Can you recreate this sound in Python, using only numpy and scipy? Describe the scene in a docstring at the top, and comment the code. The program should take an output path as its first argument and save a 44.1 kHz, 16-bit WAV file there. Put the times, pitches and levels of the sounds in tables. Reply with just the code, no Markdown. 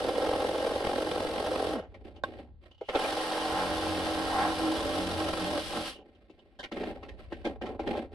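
"""A saw buzzes and whirrs in two bursts; between and after them plastic knocks and scrapes on grit.
A cordless reciprocating saw cuts a plastic gutter lying on a shingle roof. At first the gutter chatters
loosely; turned over and held tight it buzzes with the strokes, then gains play again until it parts.
Saw teeth, blows and grit are shaped noise and clicks that ring the modes of the plastic; the shaking
is a stack of wavering sines. Faint outdoor noise lies underneath, and a short echo hollows everything."""
import sys
import numpy as np
from scipy import signal
from scipy.fft import rfft, irfft, next_fast_len
from scipy.io import wavfile
from scipy.ndimage import map_coordinates

SR = 44100
rng = np.random.default_rng(int(sys.argv[2]) if len(sys.argv) > 2 else 0)


def materialize(psi):
    """Save the field psi as 16-bit PCM at rate SR to the path in sys.argv[1].

    A 1-D psi becomes a single channel; in a 2-D psi each row is a channel.
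    """
    bounded = np.clip(np.atleast_2d(psi).T, -1, 1)
    quanta = np.round(bounded * 32767).astype(np.int16)
    wavfile.write(sys.argv[1], SR, quanta)


N = 358974

# All table levels are relative: the functions add their own trims.
# Outdoor background spectrum. Each row: frequency in Hz, density in dB per Hz.
AIR_SPECTRUM = [(20, -25), (50, -12), (160, 4), (800, -19.5), (4500, -27), (8000, -96), (15000, -66)]
# Spells of low rumble from wind and handling. Each row: start in seconds, end in seconds, level in dB.
RUMBLE_SPELLS = [(0, 2.55, -57.5), (3.45, 5.75, -52), (6.78, 8.14, -54)]
# The gutter is dragged over the shingles.
# Each row: start in seconds, length in seconds, wall level in dB, grit level in dB.
DRAGS_ON_SHINGLES = [(1.85, .34, -58, -71), (2.045, .035, -57, -61), (2.26, .15, -46.5, -56),
                     (2.62, .04, -59, -60), (5.95, .04, -52, -70), (6.05, .64, -64, -71),
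                     (6.73, .17, -38, -47), (6.95, .22, -55, -66), (7.19, .035, -55, -52),
                     (7.31, .1, -50, -57), (7.45, .035, -37, -50), (7.62, .095, -38, -54),
                     (7.8, .025, -39, -56), (7.865, .125, -34, -44.5), (8.12, .02, -52, -58)]
# Grit on plastic. Each row: frequency in Hz, density in dB per Hz.
GRIT_SPECTRUM = [(500, 10.5), (1000, 9.5), (1600, 0), (3000, -0.5), (4600, -7.5), (6800, -28.5),
                 (8500, -21.5), (15000, -42.5)]
# The resting blade clinks. Each row: time in seconds, level in dB.
BLADE_CLINKS = [(2.161, -55), (2.711, -57), (2.745, -66), (2.778, -63), (6.148, -65), (6.39, -60)]
# Ring of the saw's housing. Each row: frequency in Hz, width in Hz, level in dB.
HOUSING_MODES = [(2946, 210, 0)]
# The saw's shoe is set down on the gutter. Each row: time in seconds, peak level in dB.
SHOE_LANDING = [(2.237, -20)]
# What the shoe rings with. 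Each row: frequency in Hz, width in Hz, level in dB.
SHOE_RING_MODES = [(603, 105, 2), (1083, 50, 1), (1430, 61, -3), (1555, 79, 0), (3650, 110, -11.5)]
# The gutter knocks on the roof and on its other half.
# Each row: time in seconds, wall level in dB, crack level in dB.
GUTTER_KNOCKS = [(1.789, -30, -55), (1.941, -43, -58), (2.811, -27, -58), (2.886, -22, -38),
                 (2.948, -14.5, -35), (3.043, -25, -40), (6.297, -41, -65), (6.592, -36, -44),
                 (6.632, -46, -41.5), (6.716, -27, -45), (6.767, -25, -48), (6.833, -26, -51),
                 (7.028, -33, -51.5), (7.085, -43, -51.5), (7.322, -22, -47), (7.447, -26, -41),
                 (7.464, -20.5, -50), (7.614, -25, -46), (7.658, -31, -47), (7.794, -19, -47),
                 (7.87, -26, -47), (7.932, -23, -50), (7.952, -21, -52)]
# The gutter under the blade. Each row: mode frequency in Hz, width in Hz, level in dB.
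GUTTER_MODES = [(348.4, 150, -1.5), (412, 39.5, 9), (511, 69, 3), (649.5, 36.3, 7), (782, 128, -3),
                (939, 78, -4.5)]
# The gutter lying free on the roof. Each row: mode frequency in Hz, width in Hz, level in dB.
PIECE_MODES = [(170, 36, -12), (241, 31.5, 2.5), (338, 68, 4), (422, 42, 8), (573, 85, -1), (780, 206, -3)]
# Bursts of the saw. Each row: trigger pulled in seconds, released in seconds, strokes per second,
# gear level in dB.
TRIGGER_PULLS = [(-1.0, 1.73, 44.5, -45.4), (2.78, 5.89, 45.0, -41.9)]
# The blade cuts through one face of the gutter.
# Each row: start in seconds, end in seconds, buzz level in dB, wall level in dB, rasp level in dB.
FACE_CUTS = [(-0.1, 1.77, -42, -33.1, -45), (2.93, 4.5, -36.8, -36.6, -41),
             (4.58, 5.57, -35.3, -38.5, -43.6), (5.73, 5.78, -36.5, -39, -43)]
# The teeth snag in a corner of the profile. Each row: time in seconds, rasp level in dB.
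CORNER_SNAGS = [(3.58, -42), (4.42, -34)]
# Play of the gutter under the blade. Each row: time in seconds, looseness from 0 to 1.
GUTTER_PLAY = [(1.8, 0.96), (2.95, 1), (3.3, 0), (5.5, 0.84), (5.8, 0.55)]
# Shaking at 1, 2, 3 .. times the stroke rate. Each entry: level in dB.
BUZZ_LEVELS = [-41, -5.5, -13, -7.5, -12.5, -7.5, 1.5, -5.5, -4, -9.5, -19.5, -16, 0.5]
# Teeth in the plastic. Each row: frequency in Hz, density in dB per Hz.
RASP_SPECTRUM = [(400, -39.5), (750, 14), (1050, 4.5), (1400, 1), (2400, -11.5), (4500, -24.5), (7000, -31),
                 (14000, -90.5)]
# Motor and gears. Each row: frequency in Hz, density in dB per Hz.
GEAR_SPECTRUM = [(1200, -2.5), (2300, -5.5), (3200, 0.5), (5000, -4.5), (6900, -18.5), (8700, -13),
                 (10200, -15.5), (11500, -21), (13300, -38), (15000, -43)]
# Stereo width. Each row: frequency in Hz, added side level in dB.
SIDE_WIDTH = [(60, -2.5), (130, -16), (280, -11), (550, -18.5), (1100, -15.5), (1700, 2.5), (4000, -5),
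              (12000, 1.5)]
# Stereo lean. Each row: frequency in Hz, added left-minus-right level in dB.
LEFT_LEAN = [(900, -0.5), (1500, -2), (3300, -1), (7500, 5), (10500, 9.5), (13000, 11)]

SPIN_UP_S, BRAKE_S = .23, .16
GEAR_POWER, HISS_POWER = 1.2, 2.6   # gear noise grows with the speed, its hiss more steeply still
CREEP_PER_S2, GEAR_EASE_DB_PER_S = .25, .7   # as the load eases the strokes quicken and the gears quieten
SEATING_S = 1.0   # the shoe settles on the gutter and passes on more and more of the shaking
ENTER_S, LEAVE_T60_S = .09, .4
WALL_EASE_DB_PER_S, RASP_EASE_DB_PER_S = .9, .6
CORNER_S = .06   # rasp falls to 1/e this far either side of a snag
PARTED_S = 6   # the gutter is in two pieces from here on
DRAG_ATTACK_S, DRAG_WALL_T60_S, DRAG_GRIT_T60_S = .025, .3, .22
ECHO_S, CUTOFF_HZ = .003767, 15400
TIME = np.arange(N) / SR


def from_db(db):
    """Decibels to gain."""
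    return 10 ** (np.asarray(db) / 20)


def rms_one(x):
    """Scale to rms 1."""
    return x / np.sqrt(np.mean(x ** 2) + 1e-20)


def rfft_hz(size):
    """Frequencies of the bins of a real FFT."""
    return np.arange(size // 2 + 1) * SR / size


def drift(rate):
    """Slow chance of spread 1, with about `rate` turns a second."""
    return rms_one(np.interp(TIME * rate, np.arange(8000), rng.standard_normal(8000)))


def noise():
    """Two unrelated white noises; they serve as a (mid, side) pair."""
    return rng.standard_normal((2, N))


def grains(per_s, spread_db):
    """Random clicks of uneven size, rms 1."""
    sizes = from_db(spread_db * np.minimum(rng.exponential(1, N), 4))
    return rms_one(noise() * sizes * (rng.random(N) < per_s / SR))


def coloured(x, spectrum, size=4096):
    """Causal (minimum-phase) filter with the given spectrum."""
    hz, db = np.transpose(spectrum)
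    grid = np.maximum(rfft_hz(size), 1)
    gain = from_db(np.interp(np.log(grid), np.log(hz), db))
    cepstrum = irfft(np.log(gain))
    # folding the cepstrum forward puts the whole response after the click
    cepstrum[1:size // 2] *= 2
    cepstrum[size // 2 + 1:] = 0
    response = irfft(np.exp(rfft(cepstrum)))
    return signal.oaconvolve(x, response[None], axes=1)[:, :N]


def ring(force, modes, size=4096):
    """A body rings in a few damped modes; white force keeps its rms."""
    click, response = signal.unit_impulse(size), 0
    for k, (hz, width, db) in enumerate(modes):
        r = np.exp(-np.pi * width / SR)
        mode = signal.lfilter([1, 0, -1], [1, -2 * r * np.cos(2 * np.pi * hz / SR), r * r], click)
        # neighbouring modes alternate in sign
        response = response + (-1) ** k * from_db(db) * (1 - r * r) * mode
    band_hz = [modes[0][0] / 2, modes[-1][0] * 2]
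    response = signal.sosfilt(signal.butter(2, band_hz, "band", fs=SR, output="sos"), response)
    return signal.oaconvolve(force, response[None] / np.linalg.norm(response), axes=1)[:, :N]


def crunch(force):
    """Grit on plastic; white force keeps its rms."""
    click = signal.unit_impulse((1, SR))
    return coloured(force, GRIT_SPECTRUM) / np.linalg.norm(coloured(click, GRIT_SPECTRUM))


def contact(s, rise_s, t60):
    """Force of one touch: a quick rise, then a decay."""
    age = np.maximum(TIME - s + rise_s / 2, 0)
    return np.minimum(age / rise_s, 1) ** 2 * np.exp(-np.log(1000) * np.minimum(age / t60, 2))


def ramp(s, length_s):
    """A straight rise from 0 to 1 that begins at s."""
    return np.clip((TIME - s) / length_s, 0, 1)


def held(start, end, attack_s, t60):
    """Envelope of a lasting contact: attack, hold, release."""
    release = np.exp(-np.log(1000) * np.clip((TIME - end) / t60, 0, 3))
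    return ramp(start - attack_s / 2, attack_s) * release


def outdoors(air_db=-76.5, rumble_hz=(44, 100), calm_db=-68.0, swell_s=.12, fade_t60=.6):
    """Faint distant noise, and a low rumble that swells in spells over a calm floor."""
    rumble = signal.sosfilt(signal.butter(2, rumble_hz, "band", fs=SR, output="sos"), noise())
    level = from_db(calm_db)
    for start, end, db in RUMBLE_SPELLS:
        level = level + from_db(db) * held(start, end, swell_s, fade_t60)
    air = rms_one(coloured(noise(), AIR_SPECTRUM))
    return from_db(air_db) * air + level * rms_one(rumble)


def drags(slip_db=2.6):
    """Shingle grit catches and slips under the plastic; the crunch stops sooner than the drone of the walls."""
    wall = grit = 0
    for s, length, wall_db, grit_db in DRAGS_ON_SHINGLES:
        wall = wall + from_db(wall_db) * held(s, s + length, DRAG_ATTACK_S, DRAG_WALL_T60_S)
        grit = grit + from_db(grit_db) * held(s, s + length, DRAG_ATTACK_S, DRAG_GRIT_T60_S)
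    force = grains(4000, 2.15) * rms_one(from_db(slip_db * drift(80)))
    return wall * ring(force, PIECE_MODES) + grit * crunch(force)


def clinks(rise_s=.006, t60=.09, grit_db=-3.0):
    """The resting blade shifts in the kerf and makes the saw's housing ring."""
    touches = sum(from_db(db) * contact(s, rise_s, t60) for s, db in BLADE_CLINKS)
    force = touches * noise()
    return ring(force, HOUSING_MODES) + from_db(grit_db) * crunch(force)


def shoe(ring_db=1.5, crack_db=-16.0, crack_t60=0.09):
    """The steel shoe clacks on the plastic: one blow rings its modes, with a crack of grit."""
    (s, peak_db), = SHOE_LANDING
    blow = signal.unit_impulse(N, int(s * SR)) * rng.choice([-1, 1], (2, 1))
    clack = ring(blow, SHOE_RING_MODES)
    crack = crunch(contact(s, 0.0052, crack_t60) * noise())
    return from_db(peak_db) * (from_db(ring_db) * clack / np.abs(clack).max() + from_db(crack_db) * crack)


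def knocks(wall_db=-1.3, crack_db=4.5, panel_db=3.5, panel_hz=(1000, 3400), panel_width_hz=320,
           contact_t60=0.062, crack_t60=0.11, rise_s=0.0095, blow_db=14.0):
    """Each knock is a blow with a crunch of grit; each spot rings a few panel modes of its own."""
    push, crack, blows = np.zeros((3, N))
    panels = np.zeros((2, N))
    force = grains(7000, 4.5)
    for s, low_db, high_db in GUTTER_KNOCKS:
        push += from_db(low_db) * contact(s, rise_s, contact_t60)
        blows[int(s * SR)] = from_db(low_db + blow_db)
        touch = from_db(high_db) * contact(s, rise_s, crack_t60)
        crack += touch
        near = slice(int((s - rise_s) * SR), int(s * SR) + SR // 8)
        modes = [(hz, panel_width_hz, 0) for hz in np.sort(rng.uniform(*panel_hz, size=7))]
        panels[:, near] += ring(touch[near] * force[:, near], modes)[:, :len(touch[near])]
    thrust = from_db(wall_db) * (blows + push * force)
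    whole = TIME < PARTED_S
    body = ring(thrust * whole, GUTTER_MODES) + ring(thrust * ~whole, PIECE_MODES)
    return body + from_db(crack_db) * crunch(crack * force) + from_db(panel_db) * panels


def motor():
    """The motor spins up with the trigger and brakes on release: strokes per s, gear gain, shoe seating 0-1."""
    speed = gear = seated = 0
    for pulled, released, per_s, db in TRIGGER_PULLS:
        spin = ramp(pulled, SPIN_UP_S) * (1 - ramp(released, BRAKE_S))
        since_pull = TIME - pulled
        speed = speed + (per_s + CREEP_PER_S2 * since_pull) * spin
        gear = gear + from_db(db - GEAR_EASE_DB_PER_S * since_pull) * spin ** GEAR_POWER
        seated = seated + ramp(pulled, SEATING_S) * spin
    return speed, gear, seated


def cutting():
    """Gains of buzz, wall and rasp: each face cuts more easily as it goes; corners rasp louder."""
    shake = wall = rasp = 0
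    for start, end, buzz_db, wall_db, rasp_db in FACE_CUTS:
        engaged = held(start, end, ENTER_S, LEAVE_T60_S)
        from_middle_s = np.clip(TIME, start, end) - (start + end) / 2
        shake = shake + engaged * from_db(buzz_db)
        wall = wall + engaged * from_db(wall_db - WALL_EASE_DB_PER_S * from_middle_s)
        rasp = rasp + engaged * from_db(rasp_db - RASP_EASE_DB_PER_S * from_middle_s)
    for s, db in CORNER_SNAGS:
        rasp = rasp + from_db(db) * np.exp(-np.abs(TIME - s) / CORNER_S)
    return shake, wall, rasp


def pressure(stroke, loose, pull_db=3.0, bounce_db=1.0, uneven_db=1.5):
    """The blade bites on the pull; a loose gutter bounces, so that strong and weak strokes alternate."""
    pull = pull_db * np.cos(2 * np.pi * stroke)
    bounce = bounce_db * np.cos(np.pi * stroke)
    return rms_one(from_db(loose * (pull + bounce + uneven_db * drift(90))))


def teeth(stroke, loose, count=14):
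    """Teeth catch one by one as the blade swings; the firmer the wall, the more alike the strokes."""
    half = np.floor(2 * stroke)
    travel = half + (1 - np.cos(np.pi * (2 * stroke - half))) / 2
    tooth = (travel * count).astype(int)
    own_bite = rng.standard_normal((2, 2 * count))[:, tooth % (2 * count)]
    chance = np.clip(0.62 + 0.44 * loose, 0, 1)
    bites = np.sqrt(1 - chance) * own_bite + np.sqrt(chance) * noise()
    return rms_one((np.diff(tooth, prepend=0) > 0) * bites)


def buzz(stroke, loose, waver_db=3.4, smear=1.0):
    """The swinging blade carrier shakes saw and gutter; play smears the upper multiples."""
    out = 0
    for order, db in enumerate(BUZZ_LEVELS, 1):
        phase = 2 * np.pi * (order * stroke + rng.random((2, 1)))
        phase = phase + smear * loose * 2 * order / len(BUZZ_LEVELS) * drift(40)
        out = out + from_db(db + waver_db * drift(14)) * np.sin(phase)
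    return rms_one(out)


def rattle(stroke, speed, loose, burst_t60=.035, uneven_db=7.0):
    """Where the gutter has play, the blade rattles in the kerf in one short burst a stroke."""
    sizes = from_db(uneven_db * np.clip(rng.standard_normal(N), -2, 2))[stroke.astype(int)]
    age = stroke % 1 / np.maximum(speed, 1)   # seconds since the stroke began
    burst = (speed > 0) * np.minimum(age * 1000, 1) * np.exp(-np.log(1000) * age / burst_t60)
    return loose ** 2 * crunch(rms_one(sizes * burst * noise()))


def saw(wall_db=-4.6, chips=.45, clatter_db=0.9, slap=0.73, housing_db=-11.0, rattle_db=-2.0):
    """Teeth drive the gutter walls and rasp in the kerf; the gears whirr and clatter at each reversal."""
    speed, gear, seated = motor()
    pace = speed / speed.max()
    loose = np.interp(TIME, *np.transpose(GUTTER_PLAY))
    stroke = np.cumsum(speed) / SR   # strokes made so far
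    shake, wall, rasp = cutting()
    bite = pressure(stroke, loose * pace)
    # a loose gutter slaps the shoe once a stroke, harder on every second one
    new_stroke = np.diff(np.floor(stroke), prepend=0)
    slaps = slap * loose * rms_one(new_stroke * bite ** 2 * np.sign(noise()))
    force = bite * rms_one(teeth(stroke, loose) + chips * grains(2500, 4.7))
    # the hiss goes with speed; a coasting saw leaves the ring of its housing
    whirr = pace ** HISS_POWER * rms_one(coloured(grains(9000, 0.67) + 0.35 * force, GEAR_SPECTRUM))
    housing = from_db(housing_db) * ring(noise(), HOUSING_MODES)
    clatter = rms_one(bite ** 0.49 * from_db(clatter_db * np.cos(4 * np.pi * stroke)))
    return (seated * shake * buzz(stroke, loose)
            + from_db(wall_db) * wall * ring(force + slaps, GUTTER_MODES)
            + rasp * rms_one(coloured(force, RASP_SPECTRUM))
            + from_db(rattle_db) * gear * pace * rattle(stroke, speed, loose)
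            + gear * (whirr + housing) * clatter)


def scene():
    """Layers every source; the body of the sound is central, the treble is wide and leans left."""
    mid, side = outdoors() + drags() + clinks() + shoe() + knocks() + saw()
    pair = mid + coloured(side[None], SIDE_WIDTH) * [[1], [-1]]
    size = next_fast_len(N, True)
    lean_db = np.interp(rfft_hz(size), *np.transpose(LEFT_LEAN))
    return irfft(rfft(pair, size) * from_db([lean_db / 2, -lean_db / 2]), size)[:, :N]


def record(dry, echo_db=-7.0, trim_db=1.49):
    """One short fixed echo gives everything a hollow colour; the top is cut."""
    # cubic interpolation places the echo between samples
    places = np.meshgrid([0, 1], np.arange(N) - ECHO_S * SR, indexing="ij")
    echo = map_coordinates(dry, places, order=3)
    hollow = from_db(trim_db) * (dry + from_db(echo_db) * echo)
    return signal.sosfilt(signal.ellip(10, .1, 80, CUTOFF_HZ, fs=SR, output="sos"), hollow)


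dry = scene()
out = record(dry)
materialize(out)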